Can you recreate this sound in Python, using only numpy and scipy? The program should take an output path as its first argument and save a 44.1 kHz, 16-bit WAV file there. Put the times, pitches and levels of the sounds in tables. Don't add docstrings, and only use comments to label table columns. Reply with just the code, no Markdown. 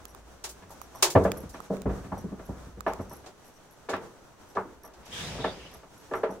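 import sys
import numpy as np
from scipy import signal
from scipy.fft import rfft, irfft
from scipy.io import wavfile
from scipy.ndimage import uniform_filter1d

SR = 44100
rng = np.random.default_rng(int(sys.argv[2]) if len(sys.argv) > 2 else 0)


def transcribe(signal):
    frames = np.atleast_2d(signal).T
    limited = np.clip(frames, -1, 1)
    pcm = np.round(limited * 32767).astype(np.int16)
    wavfile.write(sys.argv[1], SR, pcm)


N = 282240
SPAN = 16384


def amp(db):
    return 10 ** (np.asarray(db) / 20)


def evened(x):
    return x / np.sqrt(np.mean(x ** 2) + 1e-20)


def read(points, hz):
    f, value = np.transpose(points)
    return np.interp(np.log(hz + 1), np.log(f + 1), value)


def curves(rows):
    s, *columns = np.transpose(rows)
    t = np.arange(N) / SR
    return [np.interp(t, s, column) for column in columns]


def add(mix, s, sound):
    part = mix[:, round(s * SR):][:, :sound.shape[1]]
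    part += sound[:, :part.shape[1]]


def sides(mid, off):
    return np.array([mid + off, mid - off])


def noise(colour, side):
    hz = np.fft.rfftfreq(N, 1 / SR)
    spectrum = rfft(rng.standard_normal((2, N))) * amp(read(colour, hz))
    mid, off = irfft(spectrum * [np.ones_like(hz), amp(read(side, hz))], N)
    return sides(mid, off) / mid.std()


def resonate(x, hz, width_hz):
    turn = np.exp(2j * np.pi * np.cumsum(hz * np.ones(x.shape[-1])) / SR)
    r = np.exp(-np.pi * width_hz / SR)
    smooth = signal.lfilter([1], np.convolve([1, -r], [1, -r]), x / turn)
    return evened((turn * smooth).real)


def ring(modes, gain_db, stretch, size, detune):
    hz, db, t60 = np.transpose(modes)[:, :, None]
    hz = hz * (1 + detune * rng.standard_normal(hz.shape))
    t = np.arange(size) / SR
    decay = amp(db + gain_db[:, None] - 60 * t / (t60 * stretch))
    return (decay * np.sin(2 * np.pi * hz * t)).sum(0)


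def coloured(x, gain_db):
    log_gain = np.maximum(gain_db - gain_db.max(), -90) * np.log(10) / 20
    mirrored = np.append(log_gain, log_gain[-2:0:-1])
    phase = -signal.hilbert(mirrored).imag[:len(log_gain)]
    return irfft(rfft(x) * np.exp(log_gain + 1j * phase))


def peaked(x):
    power = uniform_filter1d(np.atleast_2d(x)[0] ** 2, 400)
    return x / (3 * np.abs(power).max() ** .5)


def rise_from_rest(rise):
    t = np.arange(SPAN) / SR
    return 1 - np.exp(-t / max(rise, .0003))


# band centre in Hz, t60 in seconds before stretching.
CABIN = [(60, 1), (250, 0.69), (700, 0.25), (2000, 0.2), (6000, 0.16), (14000, 0.16)]
# frequency in Hz, side against mid in dB.
SIDE_NEAR = [(60, -17.5), (110, -19.5), (200, -7), (380, -15.5), (700, -10), (1290, -7.5), (2380, -2),
             (4400, 1), (8120, 1), (15000, 1.5)]


def diffuse(rise, stretch):
    hz, t = np.fft.rfftfreq(SPAN, 1 / SR), np.arange(SPAN) / SR
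    spectrum = rfft(rng.standard_normal((2, SPAN)))
    spectrum[1] *= amp(read(SIDE_NEAR, hz))
    out = np.zeros((2, SPAN))
    for k, (_, t60) in enumerate(CABIN):
        share = read([(f, j == k) for j, (f, _) in enumerate(CABIN)], hz)
        out += irfft(spectrum * share) * amp(-60 * t / (t60 * max(stretch, .1)))
    return out * rise_from_rest(rise)


def aftermath(blow_db, under_db, crest_s):
    t = np.arange(N) / SR
    coarse = t[::64]
    u = np.maximum(coarse[:, None] - np.transpose(BLOWS)[0], 0) / crest_s
    swells = amp(blow_db + under_db) * u * np.exp(1 - u)
    return np.interp(t, coarse, np.sqrt((swells ** 2).sum(axis=1)))


# frequency in Hz, relative density in dB per Hz.
QUIET = [(12, -36.5), (20, 7), (65, -7.5), (117, -28), (160, 4.5), (195, -30), (237, -5), (382, -1.5),
         (1050, -8.5), (2660, -16), (5670, -24.5), (9410, -38.5), (11500, -52), (14300, -29.5),
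         (16500, -43.5)]
# frequency in Hz, side against mid in dB.
SIDE_QUIET = [(60, -3), (110, -9), (200, -6.5), (380, -4.5), (700, -7.5), (1290, -6), (2380, -1), (4400, 0),
              (8120, -1), (15000, -1.5)]
QUIET_DB = -66


def hiss():
    return amp(QUIET_DB) * noise(QUIET, SIDE_QUIET)


# time in seconds, level in dB before the blows' booms join in.
HUM = [(0.0, -56), (1.05, -61), (1.6, -58), (2.2, -48), (2.9, -56), (3.4, -70), (3.7, -77), (4.3, -70.5),
       (5.15, -58), (5.55, -53), (5.8, -62), (6.4, -70)]
HUM_HZ, HUM_WIDTH_HZ = 59, 14


def hum():
    _, db, _, _, _, _, weight_db, _ = np.transpose(BLOWS)
    boom_on = aftermath(db + weight_db, under_db=-38, crest_s=.05)
    level = np.hypot(amp(curves(HUM)[0]), boom_on)
    return level * resonate(rng.standard_normal(N), HUM_HZ, HUM_WIDTH_HZ)


# time in seconds, low level in dB, high level in dB,
# both before the rattle and the lumps.
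STIR = [(0.0, -56, -65.5), (0.3, -57.5, -65.5), (1.0, -55, -61.5), (1.5, -58, -62.5), (2.1, -53, -62),
        (2.55, -57, -65), (3.05, -56, -62.5), (3.6, -58, -65), (4.05, -55, -64), (4.7, -58.5, -66.5),
        (5.2, -58, -70), (5.85, -55, -62), (6.4, -61, -65)]
# frequency in Hz, relative density in dB per Hz.
STIR_LOW = [(60, -3), (110, -0.5), (300, -2.5), (800, -4.5), (1450, -9), (1900, -17), (2800, -39)]
STIR_HIGH = [(1500, 0), (3000, -1.5), (5300, -4.5), (5780, 1.5), (6300, -1), (9000, -6.5), (15000, -15)]
RATTLE_SHARE = .6
LUMPS_DB = 2.0


def stir():
    low_db, high_db = curves(STIR)
    blow_db = RATTLE_SHARE * np.transpose(BLOWS)[1]
    low = np.hypot(amp(low_db), aftermath(blow_db, under_db=-40, crest_s=.05))
    high = np.hypot(amp(high_db), aftermath(blow_db, under_db=-59, crest_s=.06))
    wander = uniform_filter1d(uniform_filter1d(rng.standard_normal(N), 2000), 2000)
    lumps_db = LUMPS_DB * evened(wander)
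    layers = low * noise(STIR_LOW, SIDE_QUIET) + high * noise(STIR_HIGH, SIDE_QUIET)
    return amp(lumps_db) * layers


# time in seconds, hiss level in dB, fine fizz level in dB, rumble level in dB.
DRAG = [(5.03, -64, -87, -84), (5.1, -55, -62, -53), (5.14, -46.5, -50.5, -49), (5.2, -43.5, -49.5, -44),
        (5.28, -44.5, -52.5, -41), (5.4, -47, -61, -39), (5.52, -52.5, -66, -45), (5.6, -55, -68, -54),
        (5.72, -57, -74, -57), (5.85, -72, -86, -64)]
# frequency in Hz, relative density in dB per Hz.
DRAG_HISS = [(530, -29), (900, -1), (1550, -4), (1690, -1.5), (3300, -3.5), (3620, -4.5), (4420, -10),
             (4960, -6), (11000, -28), (14300, -58), (22000, -120)]
DRAG_FIZZ = [(3530, -15), (6000, -1), (7460, -4), (8100, -6), (8860, -7.5), (15100, -20), (16000, -20)]
DRAG_RUMBLE = [(29, -37), (50, -6), (119, -4), (161, 0), (284, -12), (509, -10), (747, -12.5), (813, -14),
               (1500, -46), (1950, -57), (3300, -120)]


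def drag():
    t = np.arange(N) / SR
    moving = (t > DRAG[0][0]) & (t < DRAG[-1][0])
    layers = zip(curves(DRAG), (DRAG_HISS, DRAG_FIZZ, DRAG_RUMBLE))
    return moving * sum(amp(db) * noise(colour, SIDE_NEAR) for db, colour in layers)


# start in seconds, length in seconds, level in dB before the fades,
# first pitch in Hz, last pitch in Hz, width of a single smoothing in Hz.
SQUEALS = [(5.11, .12, -42, 3250, 3300, 700.), (5.19, 0.12, -46, 3550, 4020, 600.),
           (5.15, 0.085, -47.5, 1610, 1700, 250.), (5.39, 0.14, -44.5, 3650, 3600, 500.),
           (5.47, 0.084, -55, 4660, 4620, 320.), (5.585, 0.11, -53, 2880, 2880, 480.)]


def squeal(length, db, from_hz, to_hz, width_hz):
    size = round(length * SR)
    pitch_hz = np.linspace(from_hz, to_hz, size)
    band = resonate(rng.standard_normal((2, SPAN))[:, :size], pitch_hz, width_hz)
    return amp(db) * band * signal.windows.tukey(size, .4)


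# start in seconds, crest level in dB, gain of the modes under 9 kHz in dB.
JINGLES = [(0.082, -47.5, 0), (0.695, -44, -3), (0.82, -44.5, 1), (0.95, -43, 2), (1.371, -34.5, -7),
           (1.403, -45, -6), (1.532, -47.5, 9), (1.62, -51, -1.5), (2.1794, -43.5, 5), (2.454, -48.5, -7),
           (2.88, -47, 3), (3.009, -48, 8), (3.096, -41, 5), (3.133, -39, -5), (3.165, -48, -4),
           (3.4464, -50, -1.5), (3.4794, -53, -1.5), (3.5394, -51.5, 9), (3.709, -52, -5), (4.4897, -51, 4),
           (4.835, -42.5, -1), (5.0544, -46, 3), (5.714, -50, -4), (5.739, -42, -1.5), (5.978, -50, -1.5),
           (6.154, -44, 3), (6.307, -47, 0)]
# frequency in Hz, level in dB before the jingle's gains, t60 in seconds.
KEYS = [(5790, -2, .035), (8440, -9, .022), (10300, -12, .015), (11300, 0, .04), (11900, -9, .015),
        (14050, -3, .035)]
CHATTER_S, CHATTER_DECAY_S = .043, .035
KEY_TOP_DB = -5


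def jingle(db, low_db):
    hz = np.transpose(KEYS)[0]
    gain_db = low_db * (hz < 9000) + KEY_TOP_DB * (hz > 13000)
    out = np.zeros((2, 8000))
    for s in np.append(0, CHATTER_S * rng.random(8)):
        uneven_db = 4 * rng.standard_normal((2, len(KEYS)))
        touch = [ring(KEYS, gain_db + side_db, 1, size=2000, detune=.007) for side_db in uneven_db]
        add(out, s, np.array(touch) * np.exp(-s / CHATTER_DECAY_S))
    return amp(db) * peaked(out)


# start in seconds, peak in dB before panning, knock of the lowest mode in dB,
# tilt of the other modes in dB per octave.
TICKS = [(0.0539, -27.5, -9, 4), (0.1485, -35, 4, 0.1), (0.816, -28, -1, 3), (1.3181, -14.5, -20, -0.5),
         (1.6032, -27, 6.5, 1.1), (1.7684, -34.5, 5, -7), (1.819, -30, -8, 0.1), (2.8071, -27.5, 6, 2.1),
         (2.9354, -27, 0.1, 0.1), (3.9663, -35.5, -4, -5), (6.137, -29, 9, -13)]
# frequency in Hz, level in dB before knock and tilt, t60 in seconds.
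SHELL = [(1250, 0, .009), (2400, -8, .004), (3500, -6, .003), (5200, -5, .002), (7000, -1, .0026),
         (9000, -5, .002), (12000, -5, .002), (14500, -6, .002)]
TICK_PAN_DB = -8
CRACKLE_S = .00096


def tick(db, knock_db, tilt):
    hz = np.transpose(SHELL)[0]
    gain_db = np.where(hz == hz.min(), knock_db, tilt * np.log2(hz / 6000))
    shell = ring(SHELL, gain_db, 1, size=800, detune=.03)
    crackle = rng.standard_normal((2, 400)) * np.exp(-np.arange(400) / (CRACKLE_S * SR))
    both = signal.oaconvolve(crackle, shell[None])
    pan = amp([[TICK_PAN_DB / 2], [-TICK_PAN_DB / 2]])
    return amp(db) * both / np.abs(both).max(1, keepdims=True) * pan


# start in seconds, crest level in dB,
# treble tilt in dB per octave well above 1 kHz.
SLAPS = [(0.4389, -26.5, 5.6), (0.4894, -36.5, 11), (0.7058, -46, 12), (1.0241, -8.5, 5.33),
         (1.1004, -27.5, 9), (1.2351, -39, 10), (1.491, -43, 11.5), (2.1794, -53, 15), (3.2594, -37.5, 0.1),
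         (3.8926, -31, 0.8), (4.5501, -33.5, -4.1), (4.9337, -46.5, 1.1), (5.0574, -42, 1.1)]
# frequency in Hz, relative density in dB per Hz.
SLAP = [(88, -42.5), (150, -6.5), (226, -32.5), (361, 6), (475, 0), (905, 5.5), (1120, -0.5), (1940, -8),
        (6770, -9.5), (14500, -29.5), (16000, -30.5)]
SLAP_RISE_S, SOFT_RISE_S_PER_DB = .0009, .00006
SLAP_RING = .92


def slap(db, tilt):
    hz = np.fft.rfftfreq(SPAN, 1 / SR)
    colour_db = read(SLAP, hz) + tilt * np.log2(1 + hz / 1000)
    burst = diffuse(SLAP_RISE_S - SOFT_RISE_S_PER_DB * db, SLAP_RING)
    mid, off = peaked(coloured(burst, colour_db))
    return amp(db) * sides(mid, off)


# start in seconds, crest level of the modes in dB before damping,
# strongest frequency in Hz, fall below it in dB per octave, fall above it in dB per octave,
# boom of the boards in dB, weight (deep bass) in dB, ring as a factor on t60.
BLOWS = [(0.619, -39, 366, 7.9, 2.7, -18, 9.5, 2.7), (0.7, -38.5, 704, 14, 24, -27, -18, .89),
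         (0.945, -36, 790, 17, 20, -33, -18, 1), (1.151, -3.5, 486, 12, 11, -24, 1.5, 1.23),
         (1.158, -7, 450, 3.9, 19, -21, 5, .62), (1.197, -20.5, 404, 4.3, 18, -16, -17, .84),
         (1.248, -12, 476, 21, 10.1, -6, -21, 1.2), (1.36, -33.5, 457, 2.3, 6.4, -13, -1, 1.1),
         (1.427, -26.5, 586, 15, 6, 16, 20, .87), (1.54, -31.5, 510, 3.4, 3.7, -17.5, -13, 1.3),
         (1.701, -17.5, 443, 21, 22.3, 0, -44, 1.27), (1.855, -12.5, 390, 3.2, 12.7, -23, 11.5, 1.05),
         (1.891, -22, 380, 7.7, 8.8, -20.5, 7, 1.5), (2.04, -34, 410, 3.4, 5.1, 11, 5, 2.4),
         (2.117, -20.5, 700, 3.8, 15.3, 1, 4, .92), (2.169, -30, 680, 5.4, 24, 0, 3, .58),
         (2.237, -23, 318, 2.5, 18, 7, 4, .69), (2.318, -26.5, 314, 2.3, 14, 3.5, -19, .69),
         (2.393, -34.5, 513, 7, 5.4, -19, -21, .81), (2.488, -22.5, 544, 2.3, 24, 8, 11, .72),
         (2.663, -36, 340, 7, 11, -8, 13.5, 1.1), (2.768, -34.5, 360, 2.3, 9.8, -6, 11, 1.3),
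         (2.864, -14.5, 623, 10, 8, -17, -48, 1.29), (2.991, -22.5, 496, 2.3, 11.7, -9, 9, 1.1),
         (3.109, -35, 780, 3, 13, -21, -12, 1.13), (3.24, -42, 511, 4.7, 2.7, -20, -20, .61),
         (3.887, -22, 446, 14.6, 5.2, -27, -48, 1.8), (3.934, -19, 720, 5, 4.1, -28, -41, 1.05),
         (4.556, -27, 340, 20.4, 8.2, -30, -45, 1.28), (4.568, -15.5, 950, 5, 20, -36, -46, 1.05),
         (4.839, -39, 635, 10, 8.4, -25, -35, 2.6), (5.384, -29, 487, 4.1, 11, -34, -13, 2.3),
         (5.442, -15.5, 560, 7, 4.2, -31, -36, 1.13), (5.744, -44, 775, 8.3, 9.6, -22, -18, .81),
         (5.831, -41, 773, 6, 11, -31, -27, .82), (6.112, -23, 370, 14, 8.8, -29, -40, 2.2),
         (6.135, -19.5, 1060, 5.5, 13.7, -31, -42, 1.05), (6.232, -14.5, 426, 21, 8, -26, -35, 1.24),
         (6.289, -27.5, 571, 16, 13.4, -2.5, -35, 1.5)]
# frequency in Hz, level in dB before the blow's colour,
# t60 in seconds before the ring factor.
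FLOOR_MODES = [(67, -19, 0.75), (91.9, -4, 0.29), (192, 1, 0.23), (277.2, 2, 0.12), (379.8, -6, 0.28),
               (404, -0.5, 0.089), (444.3, -2.5, 0.2), (584, -4, 0.13), (641.8, 0, 0.13), (804.6, -3, 0.11),
               (872, -9.5, 0.24), (983, 5, 0.041), (1171, 4.5, 0.064), (1347, -1, 0.14), (1728, 10, 0.04)]
CABIN_DB = -4
BOOM_HZ, BASS_HZ, SOLE_HZ = 185, 85, 1710
RISE_S, RISE_S_PER_DB = .003, .00004
SETTLE_S, SETTLE_S_PER_DB = .029, -.00045
DAMPING_DB, DAMPING_PER_DB = 5, .075
STILLING_S = .0087


def blow(db, top_hz, below, above, boom_db, weight_db, stretch):
    hz, t = np.fft.rfftfreq(SPAN, 1 / SR) + 1, np.arange(SPAN) / SR
    rise = RISE_S + RISE_S_PER_DB * weight_db

    octaves = np.log2(hz / top_hz)
    fall_below_db = abs(below) * np.minimum(octaves, 0)
    fall_above_db = abs(above) * np.maximum(octaves - .4, 0)
    body = amp(fall_below_db - fall_above_db) / (1 + (hz / SOLE_HZ) ** 2)
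    boom = amp(boom_db - 18 * np.log2(hz / BOOM_HZ) ** 2)
    weight = amp(weight_db - 5.4 * np.log2(hz / BASS_HZ) ** 2)
    colour_db = 10 * np.log10(body ** 2 + boom ** 2 + weight ** 2)

    spot_db = 1.04 * rng.standard_normal(len(FLOOR_MODES))
    modes = ring(FLOOR_MODES, spot_db, max(stretch, .1), SPAN, .012) * rise_from_rest(rise)
    floor = peaked(coloured(modes, colour_db))
    thin_db = -9 * np.log2(1 + 200 / hz)
    mid, off = amp(CABIN_DB) * peaked(coloured(diffuse(rise, stretch), colour_db + thin_db))

    settled_s = SETTLE_S + SETTLE_S_PER_DB * weight_db
    damping_db = DAMPING_DB + DAMPING_PER_DB * weight_db
    damped = amp(-damping_db * np.clip((t - settled_s) / STILLING_S, 0, 1))
    return amp(db) * damped * sides(mid + floor, 1.1 * off)


def scene():
    mix = hiss() + hum() + stir() + drag()
    events = ((SQUEALS, squeal), (JINGLES, jingle), (TICKS, tick), (SLAPS, slap), (BLOWS, blow))
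    for table, source in events:
        for s, *row in table:
            add(mix, s, source(*row))
    return mix


EDGE_HZ = 15900


def record(dry):
    low_pass = signal.firwin(511, EDGE_HZ, window=("kaiser", 9), fs=SR)
    return signal.oaconvolve(dry, low_pass[None], "same")


dry = scene()
out = record(dry)
transcribe(out)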